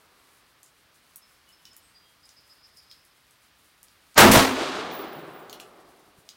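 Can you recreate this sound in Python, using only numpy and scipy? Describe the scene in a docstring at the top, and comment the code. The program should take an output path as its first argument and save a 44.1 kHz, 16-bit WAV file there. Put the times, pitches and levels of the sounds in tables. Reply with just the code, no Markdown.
"""Under the wooden roof of an outdoor range, one revolver shot overloads the microphone.
The blast is noise that dies band by band; the roof booms in a few tones, the earth bank slaps back,
and noise that grows ever duller makes the report roll away over the hills. A thin high ring follows.
The gun's action clicks before and after as short snaps of ringing steel; a small bird sings far off
in gliding tones, over a soft outdoor hush of coloured noise with a faint rustle and crackle."""
import sys
import numpy as np
from scipy import signal
from scipy.fft import rfft, irfft, next_fast_len
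from scipy.io import wavfile
from scipy.ndimage import map_coordinates

SR = 44100
rng = np.random.default_rng(int(sys.argv[2]) if len(sys.argv) > 2 else 0)


def log_audio(samples):
    """Write samples as a 16-bit WAV file to the path given in sys.argv[1]."""
    # one column per channel
    frames = np.atleast_2d(samples).T
    # limit to full scale, then quantise
    limited = np.clip(frames, -1, 1)
    pcm = np.round(limited * 32767).astype(np.int16)
    wavfile.write(sys.argv[1], SR, pcm)


N = 280476  # length of the scene in samples

SHOT_S = 4.1765  # moment of the muzzle blast (s)

# how long sound lingers under the shelter: f/Hz, time to fall by 60 dB/s
SHELTER = [(300, .25), (4000, 0.23), (14000, 0.092)]


def amp(db):
    """Turn decibels into a plain gain."""
    return 10 ** (np.asarray(db) / 20)


def unit(x):
    """Scale a sound to an average (rms) strength of 1."""
    return x / np.sqrt(np.mean(x ** 2) + 1e-20)


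def clock():
    """The time of every sample in seconds."""
    return np.arange(N) / SR


def along(points, hz):
    """Read a curve of (Hz, value) points, with straight lines between them on a log frequency axis."""
    f, v = np.transpose(points)
    return np.interp(np.log(hz + 1), np.log(f + 1), v)


def filtered(x, response):
    """Multiply the spectrum of a sound by a gain that depends on frequency."""
    size = next_fast_len(N + SR // 2)  # spare room so that the end does not wrap to the start
    gain = response(np.fft.rfftfreq(size, 1 / SR))
    return irfft(rfft(x, size) * gain, size)[:N]


def noise(spectrum):
    """Noise of rms 1 whose tone colour follows (Hz, dB) points."""
    return unit(filtered(rng.standard_normal(N), lambda hz: amp(along(spectrum, hz))))


def resonant(modes):
    """Noise of rms 1 gathered around resonances, given as (Hz, width Hz, dB)."""
    def peaks(hz):
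        gain = 0
        for center, width, db in modes:
            damping = (hz * width) ** 2
            gain = gain + amp(db) * damping / ((center * center - hz * hz) ** 2 + damping)
        return gain
    return unit(filtered(rng.standard_normal(N), peaks))


def wobble(rate):
    """A smooth random curve through `rate` random points a second."""
    knots = rng.standard_normal(int(N * rate / SR) + 4)
    fine = np.arange(8 * (len(knots) - 1)) / 8  # eight curve points per knot
    curve = map_coordinates(knots, [fine])
    return np.interp(clock() * rate, fine, curve)


def fading(x, start, loss):
    """From the start time on, each frequency loses its own number of dB a second."""
    hz, t, z = signal.stft(x, SR, nperseg=256)
    loss_db_per_s = np.maximum(loss(hz), -10)[:, None]
    gain = amp(-np.maximum(t - start, 0) * loss_db_per_s)
    return signal.istft(z * gain, SR, nperseg=256)[1][:len(x)]


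def burst(start, rise, spectrum, t60s):
    """A burst of noise that rises at once in all bands, then dies at its own speed in each."""
    onset = np.clip((clock() - start) / rise, 0, 1)
    return onset * fading(noise(spectrum), start, lambda hz: 60 / along(t60s, hz))


def echo(x, t60s, delay):
    """Many blurred reflections: a noise tail that builds up over the delay (s) and dies band by band."""
    tail = fading(rng.standard_normal(SR // 2), 0, lambda hz: 60 / along(t60s, hz))
    tail *= np.minimum(np.arange(len(tail)) / SR / delay, 1)
    return signal.fftconvolve(x, tail / np.linalg.norm(tail))[:N]


def swell_and_fade(crest_s, rise_db_per_s, fall_db_per_s, hold_s=0):
    """A level curve in dB that rises to 0 at the crest, holds and falls."""
    age = clock() - crest_s
    return rise_db_per_s * np.minimum(age, 0) - fall_db_per_s * np.maximum(age - hold_s, 0)


def shot():
    """A short dull swell leads into the noise burst of the blast, followed by low pushes of air."""
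    # tone colour of the blast: f/Hz, relative level/dB
    blast_tone = [(30, -22.5), (70, -11), (160, -8), (400, -2), (900, 1.5), (1500, 0), (2600, -5),
                  (5000, -10), (9000, -15.5), (16000, -17.5)]
    # how long the blast lasts: f/Hz, time to fall by 60 dB/s
    blast_t60 = [(100, 0.71), (500, 0.68), (1500, 0.42), (4000, 0.4), (12000, 0.33)]
    # low pushes of air: t/s, level/dB, length/s
    thumps = [(4.238, -23, .02), (4.307, -20.5, 0.0098), (4.381, -16.5, 0.012), (6.183, -55, 0.0068)]
    swell_tone = [(60, -9.5), (400, -5.0), (1100, -1.0), (2500, -9.5), (7000, -17.5), (9500, -40.5)]
    push_tone = [(20, -11), (55, -4.5), (110, -3.5), (200, -4), (500, -51.5), (1500, -100)]
    t = clock()

    swell_db = -16 + swell_and_fade(SHOT_S, rise_db_per_s=1250, fall_db_per_s=2000)
    swell_start = np.clip((t - 4.151) / .012, 0, 1)
    swell = swell_start * amp(swell_db) * noise(swell_tone)

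    blast = amp(1.0) * burst(SHOT_S, .003, blast_tone, blast_t60)

    pushes = np.zeros(N)
    for s, db, length in thumps:
        pushes += amp(db) * np.exp(-.5 * ((t - s) / length) ** 2)  # bell-shaped in time
    return swell + blast + pushes * noise(push_tone)


def roof():
    """The blast builds up under the roof, whose resonant tones boom and die away unevenly."""
    # resonances of the roof and posts: f/Hz, level/dB, time to fall by 60 dB/s
    roof_modes = [(95, -27, 0.74), (214.8, -8.5, 0.4), (266.4, -14.5, 0.92), (301.4, -9, 0.13),
                  (354.5, -6, .24), (645, -23, 0.64)]
    age = np.maximum(clock() - SHOT_S, 0)
    build_s = 0.085
    build = np.clip(age / build_s, 0, 1) ** 3
    boom = np.zeros(N)
    for hz, db, t60 in roof_modes:
        fall_db = 60 * np.maximum(age - build_s, 0) / t60
        level = amp(db - fall_db + 3.7 * wobble(40))
        start_turn = rng.random()  # each tone starts at a random point of its cycle
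        boom += level * np.sin(2 * np.pi * (hz * age + start_turn) + wobble(40))
    return build * boom


def range_echoes():
    """A bright slap and the broad echo of the bank, then the long roll from trees and hills."""
    # tone colour of the sharp slap: f/Hz, relative level/dB
    slap_tone = [(40, -4), (200, 1.5), (600, -8.5), (2000, -4), (5000, -9.5), (9000, -9.5), (16000, -14)]
    # how long the slap lasts: f/Hz, time to fall by 60 dB/s
    slap_t60 = [(200, 0.29), (3000, 0.53), (12000, 0.41)]
    # tone colour of the earth bank's echo: f/Hz, relative level/dB
    bank_tone = [(30, -14), (150, -7), (400, -1), (1100, -3), (2000, -7), (4000, -11), (8000, -17.5),
                 (16000, -20)]
    # how long the bank's echo lasts: f/Hz, time to fall by 60 dB/s
    bank_t60 = [(100, 0.43), (400, 0.6), (2000, 0.51), (6000, 0.43), (14000, 0.21)]
    # tone colour of the roll before it dulls: f/Hz, relative level/dB
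    hill_tone = [(18, -60), (30, -32), (233, -9.5), (259, -7), (336, -2), (374, -1), (499, -6.5),
                 (721, -4.5), (913, -9), (1160, -5.5), (1960, -14.5), (3770, -14.5), (8300, -29),
                 (16000, -51)]
    # extra loss in the air: f/Hz, loss/dB per s
    dulling = [(60, 6), (250, -0.5), (900, 0), (2000, 4.5), (4000, 16.5), (8000, 41), (15000, 38)]

    slap = amp(-12) * burst(4.3132, .001, slap_tone, slap_t60)

    lumps_db = 2.17 * wobble(160)  # the uneven slope answers in lumps
    bank = amp(-6.5 + lumps_db) * burst(4.331, 0.033, bank_tone, bank_t60)

    arrival = np.clip((clock() - 4.42) / .12, 0, 1)
    roll_db = -27 + swell_and_fade(4.6, rise_db_per_s=104, fall_db_per_s=21.5)
    scatter_db = 0.91 * wobble(45) + 0.42 * wobble(170)  # single trees and slopes answer in turn
    ever_duller = fading(noise(hill_tone), 4.69, lambda hz: along(dulling, hz))
    roll = arrival * amp(roll_db + scatter_db) * ever_duller
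    return slap + bank + roll


def ridge():
    """A distant ridge returns only the bass of the report: noise around one low resonance."""
    level_db = -53.5 + swell_and_fade(5.18, rise_db_per_s=170, fall_db_per_s=30, hold_s=0.045)
    return amp(level_db) * resonant([(163.94, 85, 0)])


def contacts():
    """Clear clicks of the action and faint grip ticks while aiming, as (s, dB, pitch Hz, rattle)."""
    # small steel contacts: t/s, energy/dB, pitch f/Hz, rattle/0-1
    clicks = [(0.631, -27, 9550, 0.4), (1.1592, -18.5, 11770, 0.18), (1.6535, -23, 4400, 0.7),
              (1.7663, -24, 13300, 0.24), (2.2907, -28.5, 5800, 0.5), (2.772, -32, 10000, 0.75),
              (2.9134, -24, 3970, 0.54), (3.8308, -26, 10300, 0), (4.144, -30, 5995, 0.3),
              (5.4969, -19.5, 5000, 1), (5.5286, -15, 3600, 1), (5.5994, -17, 3240, .8),
              (5.606, -26.5, 6990, 0.1), (6.29, -18, 4300, 0.34)]
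    tick_count, tick_from_s, tick_to_s = 7, 0.48, 4.1
    tick_db, tick_hz, tick_rattle = -35.5, 7000, .25  # the pitch is a typical value
    chance = rng.random((tick_count, 2))
    share = (np.arange(tick_count) + chance[:, 0]) / tick_count  # one tick in each equal slot of time
    times = tick_from_s + (tick_to_s - tick_from_s) * share
    pitches = tick_hz * 2 ** (chance[:, 1] - .5)  # up to half an octave higher or lower
    ticks = [(s, tick_db, hz, tick_rattle) for s, hz in zip(times, pitches)]
    return list(clicks) + ticks


def action():
    """Each contact is a needle-thin snap with a brief rattle of steel, answered by the shelter."""
    snaps = np.zeros(N)
    age = np.arange(SR // 50) / SR
    small_parts = signal.butter(2, 1600, "high", fs=SR)  # small parts radiate little bass
    for s, db, hz, rattle in contacts():
        tap = age == 0
        force = tap + rattle * amp(-60 * age / 0.015) * rng.standard_normal(len(age))
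        part = signal.iirpeak(hz, 1.2, fs=SR)
        ring = signal.lfilter(*part, signal.lfilter(*part, force))
        crack = (0.072 + 0.27 * rattle) * force  # loose parts add a stronger wide-band crack
        snap = signal.lfilter(*small_parts, ring + crack)
        snaps[round(s * SR):][:len(age)] += amp(db) * snap / np.linalg.norm(snap)
    answer = echo(snaps, SHELTER, delay=0.0087)
    answer_tone = [(4000, -5.5), (8000, -1.5), (12000, 1.0)]
    return snaps + filtered(answer, lambda hz: amp(along(answer_tone, hz)))


def thin_ring():
    """Noise squeezed into narrow high bands rings faintly three times, holding briefly before it fades."""
    # soundings of the ring: t/s, level/dB, hold/s
    ring_times = [(4.912, -46, .1), (5.125, -56, .05), (5.33, -58, .05)]
    # tones of the ring: f/Hz, width/Hz, relative level/dB
    ring_tones = [(10890, 84, -11.5), (15200, 140, -1.5), (15250, 200, -11)]
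    t = clock()
    level = np.zeros(N)
    for s, db, hold in ring_times:
        onset = np.clip((t - s) / .008, 0, 1)
        fade_db = 150 * np.maximum(t - s - hold, 0)  # 150 dB per s
        level += amp(db - fade_db) * onset
    return level * resonant(ring_tones)


def bird_notes():
    """Chirps, whistles and the trill as (s, length s, pitch Hz, arch Hz, buzz depth Hz, dB)."""
    # short arched chirps, all of one shape: t/s, level/dB (2 dB is added below)
    chirp_times = [(1.218, -59), (1.521, -58.5), (1.706, -56.5)]
    # slightly arched whistles: t/s, length/s, pitch f/Hz, level/dB (2 dB is added below)
    whistle_list = [(1.473, .047, 2975, -60), (1.652, 0.042, 2990, -57.5), (1.82, .082, 8280, -65),
                    (1.945, 0.043, 4850, -57), (2.023, 0.11, 3260, -67)]
    chirp_s, chirp_hz, chirp_arch_hz = 0.0304, 5300, 396
    chirps = [(s, chirp_s, chirp_hz, chirp_arch_hz, 0, db + 2) for s, db in chirp_times]

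    arch, buzz = .02, .02  # as shares of the pitch
    whistles = [(s, length, hz, arch * hz, buzz * hz, db + 2) for s, length, hz, db in whistle_list]

    # the trill: evenly spaced buzzy notes that grow louder
    trill_start_s, trill_step_s, trill_note_s = 2.229, .1335, 0.044
    first_hz, climb_hz, scatter_hz = 5040, 19.3, 25.3  # pitch, gain per note, unsteadiness
    buzz_hz, first_db, growth_db = 268, -55, 1.0  # vibrato depth, level, gain per note
    k = np.arange(6)
    pitches = first_hz + climb_hz * k + scatter_hz * rng.standard_normal(len(k))
    trill = [(trill_start_s + i * trill_step_s, trill_note_s, hz, 0, buzz_hz, first_db + i * growth_db)
             for i, hz in enumerate(pitches)]
    return chirps + whistles + trill


def bird():
    """Each note is a sine whose pitch may arch or buzz; echoes from the trees blur the song."""
    # how long sound lingers among the trees: f/Hz, time to fall by 60 dB/s
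    tree_t60 = [(2000, 0.78), (9000, 0.66)]
    song = np.zeros(N)
    # a fast, uneven vibrato makes the buzz
    flutter = np.sin(2 * np.pi * 330 * clock() + 0.45 * wobble(90)) + .15 * wobble(300)
    for s, length, hz, arch_hz, buzz_hz, db in bird_notes():
        u = np.linspace(-1, 1, round(length * SR))  # from start to end of the note
        start = round(s * SR)
        note = slice(start, start + len(u))
        pitch = hz - arch_hz * u ** 2 + buzz_hz * flutter[note]
        loudness = amp(db) * np.sqrt(1 - u ** 2)
        song[note] += loudness * np.sin(2 * np.pi * np.cumsum(pitch) / SR)
    return song + amp(-4) * echo(song, tree_t60, delay=0.012)


def outdoors():
    """Layers of noise: a distant hush, one that dies away early, a faint rustle and sparse crackles."""
    # tone colour of the hush: f/Hz, relative level/dB
    hush_tone = [(15, -37.5), (25, -15.5), (59, 0.5), (117, -3), (175, -4), (223, -6.5), (301, -4.5),
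                 (344, -7.5), (863, -7), (1190, -3.5), (2990, -7.5), (4740, -9), (7310, -20), (14800, -21),
                 (16000, -19.5)]
    settling_tone = [(100, -20), (400, -0.5), (700, -5), (1200, 1.5), (2200, -12.5), (5000, -40)]
    rustle_tone = [(2000, -31), (5000, -4), (9000, 5.5), (16000, -1.5)]
    crackle_tone = [(1500, -30), (4000, -4), (9000, 2), (16000, -1)]
    hush = amp(-62 + .4 * wobble(4.5)) * noise(hush_tone)
    settling = amp(-63.5 - 14 * clock()) * noise(settling_tone)
    rustle = amp(-70.5 + 2.5 * wobble(25)) * noise(rustle_tone)
    happens = rng.random(N) < 14 / SR  # about 14 grains a second
    grains = happens * amp(-44.0 + 3 * rng.standard_normal(N))
    crackle = filtered(grains, lambda hz: amp(along(crackle_tone, hz)))
    crackle_echo = amp(3.5) * echo(crackle, SHELTER, delay=.008)
    return hush + settling + rustle + crackle + crackle_echo


def scene():
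    """Everything that reaches the microphone, as one channel."""
    gun = shot() + roof() + range_echoes() + ridge() + action()
    return (gun + thin_ring() + bird() + outdoors())[None]


def record(dry):
    """The overloaded microphone flattens the peaks, and a steep filter removes the highest treble."""
    ceiling, hardness = .53, 4.5
    clipped = dry[0] / (1 + np.abs(dry[0] / ceiling) ** hardness) ** (1 / hardness)
    band_limit = signal.ellip(12, .1, 80, 15850, fs=SR, output="sos")  # low-pass at 15850 Hz
    return signal.sosfilt(band_limit, clipped)[None]


dry = scene()
out = record(dry)
log_audio(out)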